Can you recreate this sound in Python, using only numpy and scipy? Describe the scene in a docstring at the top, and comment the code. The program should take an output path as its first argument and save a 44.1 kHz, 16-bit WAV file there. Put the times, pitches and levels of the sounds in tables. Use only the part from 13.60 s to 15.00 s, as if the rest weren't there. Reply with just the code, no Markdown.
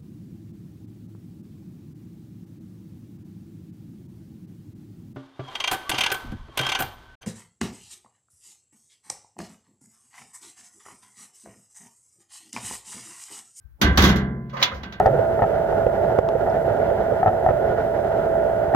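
"""Outdoors, at a sheet-steel box. Its door is pushed shut: it strikes, rebounds and rattles home.
Each blow clangs and rings the metal: the hollow box hums, the sheet sings on, the panel booms,
while the bolt clanks on its keeper and the loose latch chatters. The handle then scrapes and
squeaks, clacks into place and ticks twice as the hand lets go, over a faint bed of open air."""
import sys
import numpy as np
from scipy import signal
from scipy.fft import rfft, irfft
from scipy.io import wavfile
from scipy.ndimage import uniform_filter1d

SR = 44100
rng = np.random.default_rng(int(sys.argv[2]) if len(sys.argv) > 2 else 0)


def wav_record(signal):
    """Record a signal, one row per channel, as 16-bit PCM in the file named by sys.argv[1]."""
    frames = np.transpose(np.atleast_2d(signal))
    bounded = np.clip(frames, -1, 1)
    # unit amplitude maps onto the largest positive 16-bit level
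    quanta = np.round(bounded * 32767).astype(np.int16)
    wavfile.write(sys.argv[1], SR, quanta)


N = 61739
TIME, BIN_HZ = np.arange(N) / SR, np.fft.rfftfreq(N, 1 / SR)
ATTACK_S, BOX_RISE_S, RING_RISE_S = 0.0011, 0.0043, 0.006
DOOR_CRACK, LATCH_CRACK = 0.26, 0.59  # extra gain on the transient


def amp(db):
    """Decibels to gain."""
    return 10 ** (np.asarray(db) / 20)


def unit(x):
    """Scales to rms 1."""
    return x / np.sqrt(np.mean(x ** 2) + 1e-20)


def curve(table, hz, column=1):
    """One column of a table, interpolated over log frequency."""
    columns = np.transpose(table)
    return np.interp(np.log(hz + 1), np.log(columns[0] + 1), columns[column])


def swell(s, width_s):
    """A bell-shaped fade in and out, peaking at s seconds."""
    return np.exp(-((TIME - s) / width_s) ** 2)


def add(mix, s, sound):
    """Mixes a stereo sound in at s seconds."""
    part = mix[:, round(s * SR):][:, :sound.shape[1]]
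    part += sound[:, :part.shape[1]]


# stereo image at the microphone's two ports: f/Hz, correlation, left minus right/dB
STEREO_IMAGE = [(60, 0.49, 0.5), (200, 0.99, 0), (400, 0.82, 1.5), (800, 0.43, -5), (1700, -0.16, -5),
                (3500, -0.23, -2.5), (7000, 0.1, -1), (13000, -0.19, -1)]


def pan(hz):
    """Left and right gains at these frequencies."""
    half_db = curve(STEREO_IMAGE, hz, column=2) / 2
    return amp([half_db, -half_db])


def noise(colour, peaks_db=0):
    """Stereo noise of rms 1 with this spectrum, as the two ports hear it."""
    left, other = rfft(rng.standard_normal((2, N)))
    likeness = np.clip(curve(STEREO_IMAGE, BIN_HZ), -1, 1)
    right = likeness * left + np.sqrt(1 - likeness ** 2) * other
    return unit(irfft(np.array([left, right]) * pan(BIN_HZ) * amp(curve(colour, BIN_HZ) + peaks_db), N))


def mode_peaks(depth_db=2, spacing_hz=32):
    """An object's random strong and weak high modes, as a ripple in dB."""
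    heights = rng.standard_normal(4000)
    ripple = np.interp(BIN_HZ / spacing_hz, np.arange(len(heights)), heights)
    return depth_db * BIN_HZ / (BIN_HZ + 600) * np.clip(ripple, -2, 2)


def crash(table, peaks_db, treble_db, bass_db, crack, treble_hz=2500, bass_hz=473, crack_s=0.018):
    """Countless modes struck at once: a crack, then each band dies at its own speed."""
    hz, s, bands = signal.stft(noise(table, peaks_db), SR, nperseg=256, noverlap=192)
    f = hz[:, None]
    fade = np.exp(-np.log(1000) * s / np.maximum(curve(table, f, column=2), .02))
    shelves = amp(treble_db * f ** 2 / (f ** 2 + treble_hz ** 2) + bass_db / (1 + (f / bass_hz) ** 2))
    tail = signal.istft(bands * fade * shelves, SR, nperseg=256, noverlap=192)[1][:, :N]
    return tail * (1 - np.exp(-TIME / ATTACK_S)) * (1 + crack * np.exp(-TIME / crack_s))


def ring(modes, hits, rise_s, left_lead_s=0.00017, max_gap_turns=0.24):
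    """Each hit (t/s, level/dB) feeds energy to modes that bloom and die, the left side leading."""
    kicks, out = np.zeros(N), np.zeros((2, N))
    for s, db in hits:
        kicks[round(s * SR)] += amp(db) ** 2
    lag = np.exp(-1 / (rise_s * SR))
    for hz, db, t60 in modes:
        energy = signal.lfilter([1], [1, -np.exp(-2 * np.log(1000) / (t60 * SR))], kicks)
        envelope = signal.lfilter([1 - lag], [1, -lag], np.sqrt(energy))
        spread = np.array([[1], [-1]]) * np.pi * min(hz * left_lead_s, max_gap_turns)
        tone = np.sin(2 * np.pi * hz * (TIME - hits[0][0]) + spread)
        out += amp(db) * pan(hz)[:, None] * envelope * tone
    return out


# colour of the outdoor bed: f/Hz, level/dB
BED_COLOUR = [(25, 0.5), (70, 4), (200, -16.5), (600, -29), (1600, -23.5), (2600, -35.5), (8000, -44),
              (15000, -29)]
# colour of the wind: f/Hz, level/dB
WIND_COLOUR = [(25, -19), (60, 5), (130, -16.5), (200, -28), (600, -75)]
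# puffs of wind: t/s, half width/s, level/dB
WIND_PUFFS = [(0.053, 0.013, -39), (.12, .04, -45.5)]


def open_air():
    """A steady outdoor bed, with puffs of wind on the left port."""
    puffs = sum(amp(db) * swell(s, width) for s, width, db in WIND_PUFFS)
    return puffs * noise(WIND_COLOUR) * [[1], [0]] + amp(-61) * noise(BED_COLOUR)


# colour of the pushed air: f/Hz, level/dB
PUSH_COLOUR = [(30, -13), (60, -11.5), (200, -13.5), (400, -24), (900, -25), (2500, -58)]


def air_push(rise_s=0.0099):
    """Air squeezed out ahead of the door, peaking on the first blow."""
    return amp(-37) * np.exp(-abs(TIME - DOOR_BLOWS[0][0]) / rise_s) * noise(PUSH_COLOUR)


# the door's blows: t/s, clang/dB, treble/dB, bass/dB, box hum/dB, sheet ring/dB
DOOR_BLOWS = [(0.214, 0, 2.5, 3.5, -6, 3.5), (0.324, -34, 3.5, -0.5, -27, -23.5),
              (0.3736, 5.5, -2, -3, -14, -5.5), (.405, -8, 0.5, 2.5, -7, -6.5),
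              (0.4206, -4.5, 5, -1, 1.5, -5.5), (.438, -0.5, 0.5, 0, 1.5, -3.5),
              (.458, -3.5, -7, -8.5, -13.5, -6.5), (.491, -7.5, 0, -7.5, -18.5, -6),
              (0.559, -19, 5.5, -4, -25, -13)]
# the door's crowded modes: f/Hz, level/dB, t60/s
CLANG_BANDS = [(40, -25, 1), (110, 6.5, 0.77), (330, 5, 0.94), (600, -5.5, 0.8), (1072.6, -2.5, 0.53),
               (1866, -1.5, 0.55), (2600, -5.5, 0.31), (3400, -0.5, .29), (5000, -7.5, 0.18),
               (6310, -6, 0.15), (7440, -18.5, .16), (8700, -29, 0.098), (11240, -16.5, 0.16),
               (15500, -12, 0.037)]


def door_clang(level_db=-16.5):
    """Steel on steel: every blow strikes the same dense cluster of modes."""
    out, peaks = np.zeros((2, N)), mode_peaks()
    for s, db, treble_db, bass_db, _, _ in DOOR_BLOWS:
        add(out, s, amp(level_db + db) * crash(CLANG_BANDS, peaks, treble_db, bass_db, DOOR_CRACK))
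    return out


# modes of the hollow box: f/Hz, level/dB, t60/s
BOX_MODES = [(118.1, -10.5, 1.6), (134.64, -5.5, 2.36), (172.9, -1, 1.13), (196.4, 4, 0.86),
             (214, -8.5, 1.58), (227.8, -7, 1.59), (265.2, -10, .5), (292, -9.5, 0.76), (321.3, -18, 0.64),
             (348.4, -2.5, 0.41), (363.5, -14, 1.4), (419.2, -8.5, 1)]


def box_hum(seated_s=1.03, damping_s=.02, damping_db=-7.5):
    """The blows set the box humming; once the bolt is seated the hand damps it, the released handle knocks it
    again."""
    hum = ring(BOX_MODES, [(s, db) for s, *_, db, _ in DOOR_BLOWS], BOX_RISE_S)
    damping = amp(damping_db * np.clip((TIME - seated_s) / damping_s, 0, 1))
    knock = ring(BOX_MODES, [(LATCH_HITS[-2][0], -21.5)], BOX_RISE_S)
    return amp(-22.5) * (damping * hum + knock)


# modes of the steel sheet: f/Hz, level/dB, t60/s
SHEET_MODES = [(579, -9, 1.3), (686, -4.5, 1.19), (764, -2.5, .7), (1000, -1.5, 0.31), (1017, -6.5, 1.52),
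               (1150, -0.5, 0.77), (1395, -5, 0.91), (1500, 6, 0.28), (1538, -2, .7), (1571, 0.5, 0.5),
               (1605, 4.5, .7), (1742, -8.5, 1), (1937, -6, .6), (1947, -3, 0.55), (2016, 5, 0.49),
               (2070, -8.5, 1.1), (2820, -11.5, 0.18), (2883, 2, 0.29), (3240, -19, 0.41), (3330, 1, 0.3),
               (3750, -10, 0.14), (3800, -14.5, 0.17), (4180, -4.5, .22), (4526, -4, .22)]


def sheet_ring():
    """The sheet rings on after each door blow and latch hit."""
    hits = [(s, db) for s, *_, db in DOOR_BLOWS] + [(s, db) for s, *_, db, _ in LATCH_HITS]
    return amp(-34.5) * ring(SHEET_MODES, hits, RING_RISE_S)


# the handle's singing note: f/Hz, level/dB, t60/s
HANDLE_MODES = [(1560, 0.5, 0.57), (1606, -10.5, .35)]


def handle_ring(swing_db=-68, jolt_db=-22.5, latch_db=-38.5):
    """Barely ringing as the door swings, the handle sings out on the first blow and the latch hits."""
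    hits = [(0, swing_db), (DOOR_BLOWS[0][0], jolt_db)]
    hits += [(s, latch_db + db) for s, *_, db in LATCH_HITS]
    return ring(HANDLE_MODES, hits, RING_RISE_S)


# flexes of the panel: t/s, level/dB
PANEL_FLEXES = [(.239, 1.5), (.378, 1.5), (0.449, -10.5), (1.12, -17.5)]
# modes of the panel: f/Hz, level/dB, t60/s
PANEL_MODES = [(53.9, -6, 1), (68.9, 2, 0.84), (82, -15, .45), (93.3, -4, 0.36)]


def panel_boom():
    """The whole panel flexes, giving the slam its low end."""
    return amp(-16) * ring(PANEL_MODES, PANEL_FLEXES, rise_s=0.004)


# the bolt's strikes on its keeper: t/s, level/dB
KEEPER_STRIKES = [(.3738, -2.5), (.438, -2.5)]
# modes of the keeper: f/Hz, level/dB, t60/s
KEEPER_MODES = [(952, -7, 0.4), (1084, 0.5, 0.22), (1145, -1, 0.3), (2052, -3.5, 0.38), (3320, -1.5, 0.15),
                (3546, 0, 0.15)]


def keeper_clank():
    """The bolt clanks against its keeper as the door rebounds and lands."""
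    return amp(-23.5) * ring(KEEPER_MODES, KEEPER_STRIKES, ATTACK_S)


def latch_chatter(knocks_per_s=700, fade_s=0.012):
    """Tiny bright knocks of the loose latch fill the gaps between the blows."""
    knocks = rng.standard_normal(N) * (rng.random(N) < knocks_per_s / SR) * swell(0.45, width_s=0.054)
    knock = crash(CLANG_BANDS, peaks_db=0, treble_db=12, bass_db=0, crack=DOOR_CRACK)
    knock *= np.exp(-TIME / fade_s)
    return amp(-40.5) * signal.oaconvolve(knock, knocks[None])[:, :N]


# the latch's hits: t/s, level/dB, treble/dB, sheet ring/dB, handle ring/dB
LATCH_HITS = [(.895, -35, -7.5, -26.5, -25), (.968, -9, -26, -11.5, -3), (1.0155, -4.5, -20, -7.5, -17),
              (1.0261, -3.5, 3, -24, -21), (1.147, -34, -7.5, -35, -30), (1.2321, -16, -14.5, -19, -3),
              (1.3233, -22, -8.5, -22, -7)]
# the latch's crowded modes: f/Hz, level/dB, t60/s
CLACK_BANDS = [(100, -18, 0.47), (350, -16, 0.67), (700, -5.5, 0.25), (1300, -3, 0.3), (2000, -1.5, 0.25),
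               (2900, 0.5, 0.19), (3670, -2, 0.24), (4860, -3, 0.12), (6500, -7.5, 0.12),
               (7560, -22.5, 0.13), (8200, -34, 0.1), (11900, -21.5, 0.11), (15500, -15.5, 0.082)]
# modes of the bolt: f/Hz, level/dB, t60/s
BOLT_MODES = [(984, -8, 0.39), (2090, -7.5, 0.29), (2970, -13.5, 0.18), (3403, 0.5, 0.17),
              (3450, -0.5, 0.13), (3677, 4.5, 0.098), (3976, 1, 0.096), (3850, 7.5, 0.039), (4180, 3, .07)]


def latch_clack(clack_db=-14.5, bolt_db=-20):
    """The latch snaps and ticks; the brighter the hit, the more the bolt rings."""
    out, peaks = np.zeros((2, N)), mode_peaks()
    for s, db, treble_db, _, _ in LATCH_HITS:
        add(out, s, amp(clack_db + db) * crash(CLACK_BANDS, peaks, treble_db, 0, LATCH_CRACK))
    bolt_hits = [(s, db + treble_db) for s, db, treble_db, *_ in LATCH_HITS]
    return out + amp(bolt_db) * ring(BOLT_MODES, bolt_hits, ATTACK_S)


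# strokes of the handle: t/s, length/s, level/dB, tilt/dB per octave
HANDLE_STROKES = [(0.927, 0.058, 1.5, -3.5), (0.993, 0.064, 2, 1.5), (1.109, 0.022, 1, -4.5),
                  (1.135, 0.036, -20, 7.5)]
# resonances of the rubbing handle: f/Hz, width/Hz, level/dB
RUB_BANDS = [(534, 77, -6), (1024, 66, -3.5), (1210, 160, -4), (1940, 370, -8), (3500, 500, -30)]


def handle_scrape(slips_per_s=4300, rub_db=-37.5, rise_s=0.0098, fade_s=0.028):
    """Dense small slips of the sliding handle excite its resonances, over a soft grit."""
    slips = rng.standard_normal((2, N)) * (rng.random(N) < slips_per_s / SR)
    grit = amp(-47) * noise(CLACK_BANDS)  # heard through the latch body
    out, voices, tilt_centre_hz = np.zeros((2, N)), [], RUB_BANDS[1][0]
    for hz, width, db in RUB_BANDS:
        band = signal.butter(2, [hz - width / 2, hz + width / 2], "band", fs=SR, output="sos")
        voices.append((hz, amp(rub_db + db) * pan(hz)[:, None] * unit(signal.sosfilt(band, slips))))
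    for s, length, db, tilt_db in HANDLE_STROKES:
        attack = np.clip((TIME - s) / rise_s, 0, 1)
        release = np.exp(-np.maximum(TIME - s - length, 0) / fade_s)
        rub = sum(amp(tilt_db * np.log2(hz / tilt_centre_hz)) * voice for hz, voice in voices)
        out += amp(db) * attack * release * (amp(2 * tilt_db) * grit + rub)
    return out


# squeaks of the handle's pivot: t/s, length/s, f/Hz, level/dB
PIVOT_SQUEAKS = [(0.935, 0.062, 1031, -37.5), (1.114, 0.03, 1223, -33)]


def pivot_squeak(waver_depth=.1):
    """The pivot catches briefly on a rough, wavering note."""
    out = np.zeros((2, N))
    for s, length, hz, db in PIVOT_SQUEAKS:
        t = np.arange(0, length, 1 / SR)
        waver = unit(uniform_filter1d(rng.standard_normal(N), size=120))[:len(t)]
        note = np.sin(2 * np.pi * np.cumsum(hz * (1 + waver_depth * waver)) / SR)
        arch = np.sqrt(abs(np.sin(np.pi * t / length)))
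        add(out, s, amp(db) * pan(hz)[:, None] * arch * note)
    return out


# colour of the handling rumble: f/Hz, level/dB
RUMBLE_COLOUR = [(30, -16), (70, -2), (130, 0), (230, 2), (400, -8), (800, -10.5), (1600, -18), (3000, -24),
                 (8000, -56)]


def hand_rumble():
    """The box rumbles softly under the hand."""
    return amp(-41) * swell(1.21, width_s=0.24) * noise(RUMBLE_COLOUR)


def scene():
    """The slam, then the latching, in the open air."""
    slam = door_clang() + panel_boom() + keeper_clank() + latch_chatter()
    ringing = box_hum() + sheet_ring() + handle_ring()
    latching = latch_clack() + handle_scrape() + pivot_squeak()
    return slam + ringing + latching + air_push() + open_air() + hand_rumble()


def record(dry, low_cut_hz=38, band_limit_hz=16000):
    """The microphone's low cut, overload at full scale, then the band limit."""
    thinned = signal.sosfilt(signal.butter(4, low_cut_hz, "high", fs=SR, output="sos"), dry)
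    low_pass = signal.firwin(511, band_limit_hz, window=("kaiser", 9), fs=SR)
    return signal.oaconvolve(np.clip(thinned, -1, 1), low_pass[None], "same")


dry = scene()
out = record(dry)
wav_record(out)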